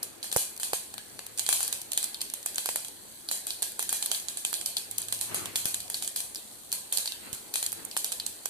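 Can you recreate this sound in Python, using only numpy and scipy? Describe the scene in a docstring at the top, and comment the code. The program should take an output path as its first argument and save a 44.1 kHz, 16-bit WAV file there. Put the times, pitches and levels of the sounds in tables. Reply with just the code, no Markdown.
"""A kitchen, at the gas stove, with a stereo microphone on an aluminium pot of seeds in hot oil.
Over a fine steady sizzle, each seed pops with a crack, a ringing steam bubble and a knock on the pot,
and leaves a hiss that dies away in the room. Big bubbles plink in between, small ones spit, and the oil
plops on the right. Behind it the burner rumbles, something hums, a cutting board is dragged over the
counter, and three dull bumps sound beside the left microphone."""
import sys
import numpy as np
from scipy import signal
from scipy.fft import rfft, irfft, next_fast_len
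from scipy.io import wavfile
from scipy.ndimage import uniform_filter1d, map_coordinates

SR = 44100
rng = np.random.default_rng(int(sys.argv[2]) if len(sys.argv) > 2 else 0)


def master(y):
    """Save y as 16-bit WAV."""
    cut = np.clip(np.atleast_2d(y).T, -1, 1)
    pcm = np.round(cut * 32767)  # scale
    wavfile.write(sys.argv[1], SR, pcm.astype(np.int16))


N = 374693
POP_SIZE = 512  # samples in one short burst
POP_FREQS = np.fft.rfftfreq(POP_SIZE, 1 / SR)
PLINK_WIDTH_HZ = 740  # damping of a big bubble

# Seeds bursting. Each row: start in seconds, crack in dB, its treble tilt in dB per octave, steam bubble
# in dB, its pitch in Hz, knock in dB, after-hiss in dB, left minus right in dB.
SEED_POPS = [(0.031, -22, 9, -42, 4600, -47, -38.5, 3), (0.2439, -32, 7, -45, 4210, -43, -39, -3),
             (0.3159, -31, -4, -33.5, 4650, -46, -40, 3), (0.327, -22, 3, -31, 3600, -36.5, -34.5, 0),
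             (0.3643, -14.5, 10, -39, 4300, -40, -48, 6), (0.3713, -19, -1, -48, 3470, -34.5, -25, -2),
             (0.5993, -31, 8, -41.5, 4310, -44.5, -35, 2), (0.6324, -24.5, -3, -34, 3840, -38.5, -30.5, 1),
             (0.7334, -22, 4, -30.5, 4230, -20, -29, -1), (0.941, -32, -2, -47, 3800, -42, -78, 5),
             (0.9807, -33, 0, -35, 3830, -41.5, -49, 5), (1.192, -34, -13, -36.5, 4160, -38, -47, 11),
             (1.266, -32, 8, -44, 4100, -50, -58, 1), (1.3767, -29, -8, -43, 4250, -56, -37, 3),
             (1.3858, -28, -16, -40, 4620, -51, -39, -7), (1.3948, -19.5, -4, -27, 4380, -37.5, -33, -6),
             (1.4647, -26, -17, -28.5, 4360, -44, -33, -5), (1.49, -16.5, -5, -28, 4060, -25, -23.5, -2),
             (1.5282, -15.5, -2, -30, 4090, -30.5, -26, 6), (1.6061, -26, -2, -36, 4450, -34.5, -30.5, 3),
             (1.63, -21.5, -7, -40, 4390, -43, -32, 1), (1.679, -23.5, 5, -39, 4000, -47, -42, 2),
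             (1.7275, -21, 0, -30.5, 3940, -36.5, -32.5, -5), (1.9197, -24, -6, -34, 4060, -43, -45, -12),
             (1.933, -24, 4, -33.5, 4210, -51, -37, 6), (1.9762, -16.5, -10, -26, 4060, -35, -30.5, 0),
             (2.0291, -25.5, -5, -35, 4290, -42, -34, -1), (2.0425, -21, 5, -37, 4470, -44, -51, -5),
             (2.216, -23, 4, -31, 4120, -44.5, -39, -3), (2.3383, -23, 5, -41, 3780, -44.5, -40, -10),
             (2.4616, -20, 4, -44, 3400, -36, -34, 1), (2.5586, -25.5, -8, -44, 3750, -58, -41, -7),
             (2.5823, -22.5, 4, -27, 3970, -32, -32, 2), (2.6589, -21.5, 10, -31, 4080, -31.5, -32, -1),
             (2.6899, -26, 6, -35.5, 3840, -29.5, -33, 2), (2.7593, -19.5, 1, -34.5, 4200, -31.5, -33, 2),
             (2.848, -32, -3, -40, 3680, -61, -41.5, 4), (3.3137, -22, 7, -37, 3880, -32, -28.5, -3),
             (3.469, -25, 3, -40, 4230, -46, -33, 1), (3.6226, -25, 2, -47, 4540, -42, -40, -3),
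             (3.6274, -19, -5, -30, 4300, -41, -31, -5), (3.7938, -22, 3, -37.5, 3910, -32, -30.5, 0),
             (3.8271, -23.5, 6, -40, 4160, -39.5, -40, -3), (3.893, -22, -16, -35, 3920, -40, -32, -6),
             (3.928, -18, 9, -35, 4360, -34, -27, 0), (4.026, -23, -16, -28.5, 4300, -40, -32.5, -3),
             (4.0608, -20, 9, -34, 3840, -44, -40, -4), (4.1159, -19, -2, -26.5, 4130, -33.5, -30, -6),
             (4.2846, -27, -26, -32.5, 4530, -47, -35.5, -5),
             (4.3723, -27, -12, -38.5, 4000, -44, -35.5, -6), (4.45, -20, -13, -27, 3520, -37.5, -32, 1.5),
             (4.5297, -23.5, 10, -37, 3900, -34, -37, -2), (4.5406, -23.5, 0, -30, 4260, -55, -33, -17),
             (4.6128, -28.5, -7, -39.5, 3440, -45, -43, -10), (4.661, -20.5, 5, -29, 4650, -57, -32, -6),
             (4.9128, -27, 0, -43, 4360, -51, -43, -7), (4.9831, -18, 7.5, -34.5, 4060, -51, -36, 2),
             (5.0184, -27.5, -6, -51, 5050, -51, -39.5, -2), (5.085, -30.5, -3, -40, 3980, -48, -41, -2),
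             (5.1254, -20.5, -4, -30.5, 4030, -37, -32.5, -6),
             (5.2123, -21.5, 3, -32.5, 4100, -45, -30.5, -7), (5.3455, -20.5, 12, -39, 4120, -35, -30, 6),
             (5.4579, -28.5, 1, -35, 3320, -41, -43, 0), (5.5582, -22, -2, -25, 3850, -35.5, -28, -3),
             (5.656, -20, 3, -33, 4200, -39, -28, 3), (5.7442, -21, -11, -35, 4220, -43, -35, -1),
             (5.8039, -30.5, -3, -38, 4250, -52, -44, -1), (5.9007, -24.5, 2, -41.5, 4520, -41, -37.5, -3),
             (6.0242, -27, 2, -36.5, 4240, -41.5, -32.5, -3), (6.0768, -24, -6, -37, 4390, -46, -42, -3),
             (6.162, -20.5, 12, -37, 4240, -42, -29.5, 2), (6.2043, -26.5, 0, -38, 3800, -48, -40, 4),
             (6.727, -20, 7, -30, 4440, -41.5, -31, -1), (6.9259, -19.5, 0, -52, 4020, -36, -28, 1),
             (6.9735, -16.5, 8, -25.5, 4400, -40, -41, -12), (6.9842, -23, 3, -29, 4450, -40, -30, -9),
             (7.0579, -29, -6, -31, 4470, -42.5, -36, 0), (7.33, -26.5, 5, -41, 3720, -62, -38, -6),
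             (7.5402, -22.5, 13, -31.5, 4360, -41, -32, 1), (7.5573, -22, -6, -28.5, 3560, -32.5, -31, 5),
             (7.628, -22, -1, -32.5, 4200, -35, -34.5, 1), (7.6641, -21, -4, -36, 3930, -48, -39.5, -4),
             (7.7279, -24, 14, -45, 4470, -38, -39.5, -8), (7.851, -27.5, -3, -64, 4830, -59, -54, -8),
             (7.967, -23, 2, -34, 3660, -28.5, -30.5, 16), (7.9748, -21.5, 1, -41, 3770, -52, -42, -10),
             (8.0451, -20, 14, -29, 4500, -41.5, -33, -3), (8.1202, -25.5, -11, -35, 4470, -42, -35, -9),
             (8.265, -23, -6, -33.5, 4600, -43.5, -37.5, -10),
             (8.4579, -21.5, 9, -36.5, 3900, -32.5, -38.5, -12)]
# Big steam bubbles. Each row: start in seconds, level in dB, pitch in Hz, after-hiss in dB.
BIG_BUBBLES = [(0.2288, -33.5, 4180, -36), (2.1447, -32, 4400, -49), (2.2075, -35, 4330, -39),
               (3.2882, -28, 4330, -41), (3.5057, -28, 4200, -39), (4.1472, -30, 4170, -32.5),
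               (4.7684, -22, 4300, -34), (5.944, -26.5, 4300, -34), (6.3575, -33.5, 4970, -41),
               (7.0758, -28.5, 4250, -48), (7.121, -32, 4100, -46), (7.913, -36, 4700, -46),
               (8.1995, -29, 4340, -49)]


def amp(db):
    """Decibels to gain."""
    return 10 ** (np.asarray(db) / 20)


def panned(db):
    """Left and right gains, the left one higher by db."""
    return amp(db * np.array([[1], [-1]]) / 2)


def unit(x):
    """x at rms 1."""
    return x / np.sqrt(np.mean(x ** 2) + 1e-20)


def along(points, hz):
    """(Hz, value) points read on a log axis."""
    f, v = np.transpose(points)
    return np.interp(np.log(hz + 1), np.log(f + 1), v)


def wobble(rate):
    """A smooth random curve, rate knots a second."""
    return map_coordinates(rng.standard_normal(int(N * rate / SR) + 4), [np.arange(N) * rate / SR])


def filtered(x, response):
    """x through a response given as a function of frequency."""
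    m = next_fast_len(N + SR // 2)
    return irfft(rfft(x, m) * response(np.fft.rfftfreq(m, 1 / SR)), m)[..., :N]


def resonance(f, hz, width):
    """Causal response of one mode."""
    return 1j * f * width / (hz * hz - f * f + 1j * f * width)


def causal(gain):
    """The minimum-phase response that has this gain."""
    cepstrum = irfft(np.log(gain))
    half = len(cepstrum) // 2
    return np.exp(rfft(cepstrum * np.r_[1, np.full(half - 1, 2), 1, np.zeros(half - 1)]))


def add(track, s, sound):
    """Mix a short sound into the track at s seconds."""
    part = track[:, max(round(s * SR), 0):][:, :sound.shape[-1]]
    part += sound[..., :part.shape[1]]


def rush(spectrum, grain_db=0, patchy_db=0):
    """Stereo noise of rms 1; grain_db roughens it in time, patchy_db lets narrow bands swell and fade."""
    # How alike the two microphones hear it. Each row: frequency in Hz, likeness from 0 to 1.
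    likeness = [(30, 0), (100, 0.8), (400, 0.24), (2000, 0), (9000, 0.02)]
    bands = signal.stft(rng.standard_normal((2, N)), nperseg=512)[2]
    patches = uniform_filter1d(rng.standard_normal(bands.shape[1:]), size=3, axis=0)
    patches = uniform_filter1d(patches, size=14, axis=1)
    noise = signal.istft(bands * amp(patchy_db * unit(patches)), nperseg=512)[1][:, :N]
    noise *= amp(grain_db * wobble(1500))

    def mid_side_gains(hz):
        angle = np.arccos(np.clip(along(likeness, hz), -1, 1)) / 2
        return amp(along(spectrum, hz)) * [np.cos(angle), np.sin(angle)]

    mid, side = filtered(noise, mid_side_gains)
    return unit(np.array([mid + side, mid - side]))


def mic_paths(wall_db, wall_t60, pan_scatter_db=2, left_lag_samples=9):
    """Response from a burst to the microphones: direct, the right one first, then off the pot wall."""
    t = np.arange(POP_SIZE) / SR
    echoes = rng.standard_normal((2, POP_SIZE)) * amp(-60 * t / wall_t60)
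    echoes *= amp(wall_db) / np.linalg.norm(echoes, axis=1, keepdims=True)
    echoes[:, 0] += 1  # the direct sound
    echoes[0] = np.roll(echoes[0], left_lag_samples)
    return rfft(echoes * panned(pan_scatter_db * rng.standard_normal()))


def burst(response, db):
    """A short stereo sound whose energy, taken over 3 ms, has level db."""
    sound = irfft(response)
    power = np.sum(sound ** 2) / 2 / (.003 * SR)
    return amp(db) * sound / np.sqrt(power)


def burst_rows(seed_width_hz=1380, plink_crack_db=-1, plink_knock_db=-18):
    """Seeds and big bubbles in the columns of SEED_POPS, with the bubble's width in Hz after its pitch."""
    seeds = [(s, crack, tilt, bubble, hz, seed_width_hz, knock, hiss, pan)
             for s, crack, tilt, bubble, hz, knock, hiss, pan in SEED_POPS]
    plinks = [(s, db + plink_crack_db, 0, db, hz, PLINK_WIDTH_HZ, db + plink_knock_db, hiss, 0)
              for s, db, hz, hiss in BIG_BUBBLES]
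    return np.array(seeds + plinks)


def stove(flutter_db=2.0, waver_rad=0.79, flame_db=-56.5, flame_rise_db=0.5):
    """The gas flame rumbles behind a rough hum whose lower line swells and fades in smooth arches."""
    # The hum's two lines. Each row: frequency in Hz, resting level in dB.
    hum_lines = [(106, -78), (226, -74)]
    # Swells of the lower line. Each row: peak in seconds, length in seconds, added part in dB re rest.
    swells = [(1.456, 1.7, 7), (5.366, 1.74, 14), (7.76, 0.36, 10)]
    # The flame's spectrum. Each row: frequency in Hz, relative level in dB.
    flame_spectrum = [(25, -40), (45, -31), (62, -1), (110, -8.5), (160, -5.5), (380, 0.5), (520, -0.5),
                      (800, -1.5), (1200, -7), (2500, -8), (6000, -25)]
    t = np.arange(N) / SR
    low, high = [amp(db + flutter_db * wobble(25)) * np.sqrt(2)
                 * np.sin(2 * np.pi * hz * t + waver_rad * wobble(26)) for hz, db in hum_lines]
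    swell = 1 + sum(amp(db) * np.cos(np.pi * np.clip((t - s) / length, -.5, .5)) ** 2
                    for s, length, db in swells)
    flame = amp(flame_db + flame_rise_db * np.linspace(-.5, .5, N)) * rush(flame_spectrum, patchy_db=2.5)
    return swell * low + high + flame


def cutting_board(push_db_per_s=199):
    """Wood rubs over the counter in a soft, uneven rush: each slide starts with a push and slows to rest."""
    # The slides. Each row: peak in seconds, level there in dB, slowing in dB per second.
    slides = [(0, -56.5, 9), (3.9, -57.5, 15), (4.95, -59.5, 30), (5.331, -40.5, 43), (7.25, -48.5, 48),
              (7.8, -50.5, 99)]
    # Wood on the counter. Each row: frequency in Hz, relative level in dB.
    rub_spectrum = [(45, -22), (100, -4), (145, -8), (190, 0.5), (245, -9), (340, 0), (550, -6), (850, -3),
                    (1600, -4.5), (2600, -5.5), (5000, -18.5)]
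    t = np.arange(N) / SR
    speed = sum(amp(db - np.maximum(push_db_per_s * (s - t), slowing * (t - s)))
                for s, db, slowing in slides)
    rub = amp(1.4 * wobble(40)) * rush(rub_spectrum, grain_db=1.5, patchy_db=2)
    return speed * rub


def thump(hz, width, pan_db):
    """One well-damped mode, softly struck, heard mostly on one side."""
    f = np.fft.rfftfreq(4 * POP_SIZE, 1 / SR)
    push = irfft(resonance(f, hz, width) / (1 + 1j * f / (3 * hz)) ** 2)
    return panned(pan_db) * push / np.abs(push).max()


def plops_and_bumps(plop_pan_db=-14.5, thud_db=-9):
    """Hollow plops from the pot on the right, each over a low thud; dull bumps by the left microphone."""
    # Deep plops in the oil. Each row: start in seconds, level in dB, extra thud in dB.
    plops = [(0.3627, -20, 2), (0.3709, -40, -3), (0.733, -28.5, -3.5), (2.6895, -39, -4)]
    # What every plop rings with. 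Each row: frequency in Hz, width in Hz, relative level in dB.
    plop_modes = [(513, 150, 0), (734, 330, -2.5), (1290, 680, -13)]
    # The bumps. Each row: start in seconds, level in dB, pitch in Hz.
    bumps = [(5.344, -53, 120), (5.655, -41.5, 170), (7.329, -45, 130)]
    out = np.zeros((2, N))
    plop = sum(amp(db) * thump(hz, width, plop_pan_db) for hz, width, db in plop_modes)
    thud = amp(thud_db) * thump(hz=150, width=170, pan_db=plop_pan_db)
    for s, db, extra_db in plops:
        add(out, s, amp(db) * (plop + amp(extra_db) * thud))
    for s, db, hz in bumps:
        add(out, s, amp(db) * thump(hz, width=260, pan_db=27.5))
    return out


def tick(pitch, db):
    """One tiny bubble; pitch runs from 0 (large) to 1 (small)."""
    hz = 3600 * 3.3 ** pitch
    return burst(mic_paths(wall_db=9, wall_t60=0.02) * resonance(POP_FREQS, hz, hz / 3) ** 2, db)


def sizzle(bed_db=-47, start_db=-6.5, fill_s=0.62, warming_db=1, tick_db=-58, tick_count=260):
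    """Countless tiny bubbles make a hiss that starts thin and grows as the oil heats, with faint ticks."""
    # The fizz of the oil. Each row: frequency in Hz, relative level in dB.
    fizz_spectrum = [(600, -5), (1300, -26), (2100, -20), (2800, -10), (3400, -2.5), (4100, 3.5),
                     (4700, 2.5), (4850, -7), (5400, -1), (7000, 2), (8500, 8.5), (9800, 7), (11000, 3.5),
                     (14000, 1)]
    fizz = rush(fizz_spectrum, grain_db=2, patchy_db=1.5)
    thin_start = start_db * np.exp(-np.arange(N) / SR / fill_s)
    warming = warming_db * np.linspace(-.5, .5, N)
    bed = amp(bed_db + thin_start + warming + 0.26 * wobble(3.0)) * fizz
    ticks = np.zeros((2, N))
    for when, size, pitch in rng.random((tick_count, 3)):
        add(ticks, when * N / SR, tick(pitch, tick_db + 7 * size ** 3))
    return bed + ticks


def dying(levels, t60, rise_s=0.0019, slow_rise_db=-32.5):
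    """An envelope that rises at every burst, half as fast at slow_rise_db, and dies away; energies add."""
    energy, t = np.zeros((1, N)), np.arange(SR // 4) / SR
    for s, db in zip(burst_rows()[:, 0], levels):
        rise = np.exp(-t / (rise_s * (1 + amp(db - slow_rise_db) ** 2)))
        add(energy, s, amp(db) ** 2 * rise / rise.sum())
    kept_per_sample = amp(-60 / (t60 * SR)) ** 2
    return np.sqrt(np.abs(signal.lfilter([1], [1, -kept_per_sample], energy[0])))


def after_hiss(linger_db=-17, bubble_cap_db=-26, knock_cap_db=-37.5):
    """After each burst the kitchen rings on in a hiss that dies away, while bubble and knock linger in pot and
    kitchen."""
    # Spectra of the lingering hiss, the lingering bubble and the lingering knock. # Each row: frequency in Hz,
    # relative level in dB.
    tail_spectrum = [(300, -31), (700, -13.5), (1300, -22.5), (2500, -17), (3200, -14.5), (4200, -8),
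                     (5400, -9), (7000, -3.5), (9300, 1.5), (11000, -3.5), (12500, -3), (14000, -13.5)]
    bubble_spectrum = [(1800, -52), (2700, 2.5), (3200, 1.5), (3600, 4), (4100, 8.5), (4700, 5),
                       (4900, -12), (5300, 10), (7000, -38)]
    knock_spectrum = [(250, -76), (480, 2), (780, -3), (1200, -15), (1700, 2), (2100, -5), (3200, -18)]
    _, _, _, bubble, _, _, knock, hiss, _ = burst_rows().T
    tail = dying(hiss, t60=.4) * rush(tail_spectrum, grain_db=1.5, patchy_db=2)
    bright = rush(bubble_spectrum, grain_db=1.5, patchy_db=5)
    hollow = rush(knock_spectrum, patchy_db=4.5)
    # the biggest bubbles and the hardest knocks ring no more than middling ones
    ring = dying(np.minimum(bubble, bubble_cap_db) + linger_db, t60=0.58) * bright
    body = dying(np.minimum(knock, knock_cap_db) + linger_db, t60=0.83) * hollow
    return tail + ring + body


def wall_ring(below_hiss_db=18, pitch_spread=.02):
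    """Each burst strikes another spot of the metal wall, which rings with a new choice of its modes."""
    # Close groups of wall modes. Each row: centre in Hz, relative level in dB, t60 in seconds.
    mode_groups = [(1047, -9, 0.62), (1192, -12, .5), (1590, -4.5, .3), (2454, -9, 0.59), (2640, -4, 0.12),
                   (3070, -2, 0.33), (3330, 1, .35), (3580, -4, 0.33), (4050, 4.5, 0.45), (4260, -7, 0.37),
                   (4490, -8, 0.33), (4730, 1.5, 0.5), (5080, -8, 0.43), (6000, 2.5, .3)]
    out, t = np.zeros((2, N)), np.arange(SR // 4) / SR
    hz, db, t60 = np.transpose(mode_groups)[:, :, None]
    decay = amp(db - 60 * t / t60)
    for s, *_, hiss, _ in burst_rows():
        modes = decay * np.sin(2 * np.pi * hz * (1 + pitch_spread * rng.standard_normal(hz.shape)) * t)
        weights = rng.uniform(-0.99, 1, (2, len(modes)))
        add(out, s, amp(hiss - below_hiss_db) * weights @ modes)
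    return out


def spits(centre_hz=8900, width_hz=14000, pitch_spread=0.16):
    """Lone bubbles snap, short and dry, without knocking the pot."""
    # The lone bubbles. Each row: start in seconds, level in dB.
    lone_bubbles = [(0.1817, -51), (0.565, -37), (0.577, -34), (1.8165, -30), (2.3003, -32), (2.4292, -36),
                    (2.5456, -33), (2.884, -35), (3.72, -34.5), (4.2, -34), (4.397, -41), (4.509, -43),
                    (4.783, -30), (5.1475, -31), (5.1906, -35), (5.5633, -23), (5.6455, -35), (5.8806, -40),
                    (5.9741, -35), (6.047, -31), (6.3481, -30.5), (6.7183, -27), (6.932, -30), (7.348, -34),
                    (7.6402, -29), (7.7201, -28), (8.1248, -26.5)]
    out = np.zeros((2, N))
    for s, db in lone_bubbles:
        hz = centre_hz * np.exp(pitch_spread * rng.standard_normal())
        snap = resonance(POP_FREQS, hz, width_hz) ** 2
        add(out, s, burst(mic_paths(wall_db=-2, wall_t60=.017) * snap, db))
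    return out


def spatter(split_db=-12, lead_s=0.0022, lead_spread=0.41, drop_db=-27.5, spread_db=6, flight_s=.05):
    """Each husk splits with a tick just before it bursts; a drop flung up falls back and spits."""
    out = np.zeros((2, N))
    for s, crack, *_ in SEED_POPS:
        flight, size, drop_pitch, lead, split_pitch = rng.random(5)
        split_at = s - lead_s * (1 + lead_spread * (2 * lead - 1))
        add(out, split_at, tick(split_pitch, crack + split_db))
        add(out, s + flight_s * flight, tick(drop_pitch, crack + drop_db + spread_db * size ** 2))
    return out


def bubble_breakup(count=3, breakup_s=0.0037, pitch_spread=0.29, fragment_db=-10):
    """Each big bubble breaks into smaller ones of scattered pitch, which roughen its plink."""
    out = np.zeros((2, N))
    for s, db, hz, _ in BIG_BUBBLES:
        for delay, pitch in rng.random((count, 2)):
            ring = resonance(POP_FREQS, hz * (1 + pitch_spread * (pitch - .5)), PLINK_WIDTH_HZ) ** 2
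            path = mic_paths(wall_db=-2, wall_t60=0.11)
            add(out, s + breakup_s * delay, burst(path * ring, db + fragment_db))
    return out


def pops(crack_hz=9000, knock_pan_db=-4, hardest_knock_db=-27, echo_s=.0102, echo_db=-21.5):
    """A husk or big bubble cracks, the steam bubble rings at its own pitch, the recoil knocks the pot."""
    # The crack's spectrum. Each row: frequency in Hz, relative level in dB.
    crack_spectrum = [(500, -32), (1500, -3), (2600, -10), (5400, -6), (7000, 8.5), (9000, 7.5),
                      (11000, 6.5), (14000, 8.5)]
    # The pot's answer to a knock. Each row: frequency in Hz, width in Hz, relative level in dB.
    pot_modes = [(534, 58, 0), (863, 100, 2.5), (1130, 77, -23), (1610, 350, 7)]
    out, f = np.zeros((2, N)), POP_FREQS
    octaves = np.log2(np.clip(f, 6000, 14000) / 9000)
    for s, crack_db, tilt, bubble_db, bubble_hz, bubble_width, knock_db, _, pan in burst_rows():
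        path = mic_paths(wall_db=-2, wall_t60=0.019) * panned(pan)
        knock_path = mic_paths(wall_db=-8, wall_t60=.012, pan_scatter_db=4) * panned(knock_pan_db)
        crack_pitch, pot_pitch = np.exp(rng.standard_normal(2) * [.05, .08])
        colour = causal(amp(along(crack_spectrum, f) + tilt * octaves))
        crack = colour * (0.16 + resonance(f, crack_hz * crack_pitch, 3200))
        bubble = resonance(f, bubble_hz, bubble_width) * resonance(f, bubble_hz, 6000)
        dry_push = 2.0 * resonance(f, 1070, 1770) ** 2
        knock = dry_push + sum(amp(db) * resonance(f, hz * pot_pitch, width) for hz, width, db in pot_modes)
        add(out, s, burst(path * crack, crack_db) + burst(path * bubble, bubble_db))
        add(out, s, burst(knock_path * knock, min(knock_db, hardest_knock_db)))
    # the nearest kitchen surface throws each pop back
    return filtered(out, lambda hz: 1 + amp(echo_db) * np.exp(-2j * np.pi * hz * echo_s))


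def pot_colour(f):
    """The pot's broad hollow resonances, and the bands that it swallows."""
    # Resonances, then bands that cancel in the pot. Each row: frequency in Hz, width in Hz, gain in dB.
    cavity_modes = [(800, 190, -9), (1640, 140, -8), (2465, 200, 1), (3060, 130, 0), (3300, 110, -3),
                    (4180, 400, -12), (4680, 170, -7)]
    dips = [(4870, 190, -3), (5400, 290, -4)]
    hollow = 1 + sum(amp(db) * resonance(f, hz, width) for hz, width, db in cavity_modes)
    notches = [1 - (1 - amp(db)) * resonance(f, hz, width) for hz, width, db in dips]
    return hollow * np.prod(notches, axis=0)


def scene():
    """Pot and kitchen as heard from the microphone position."""
    # The two microphones differ in colour. Each row: frequency in Hz, left minus right in dB.
    mic_balance = [(60, 10), (330, 14.5), (500, 1.5), (770, -2), (1200, 0), (4200, -1), (6400, -2.5),
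                   (8200, -4.5), (9700, 3), (14000, 1)]
    frying = pops() + bubble_breakup() + spatter() + spits() + wall_ring() + after_hiss() + sizzle()
    kitchen = filtered(frying, pot_colour) + stove() + cutting_board()
    return filtered(kitchen, lambda hz: panned(along(mic_balance, hz))) + plops_and_bumps()


def record(dry):
    """The recorder rounds the sharpest peaks and keeps nothing above its band limit."""
    ceiling, top_hz = .75, 14450
    rounded = dry / (1 + np.abs(dry / ceiling) ** 4) ** (1 / 4)
    return filtered(rounded, lambda hz: 1 / np.sqrt(1 + (hz / top_hz) ** 130))


dry = scene()
out = record(dry)
master(out)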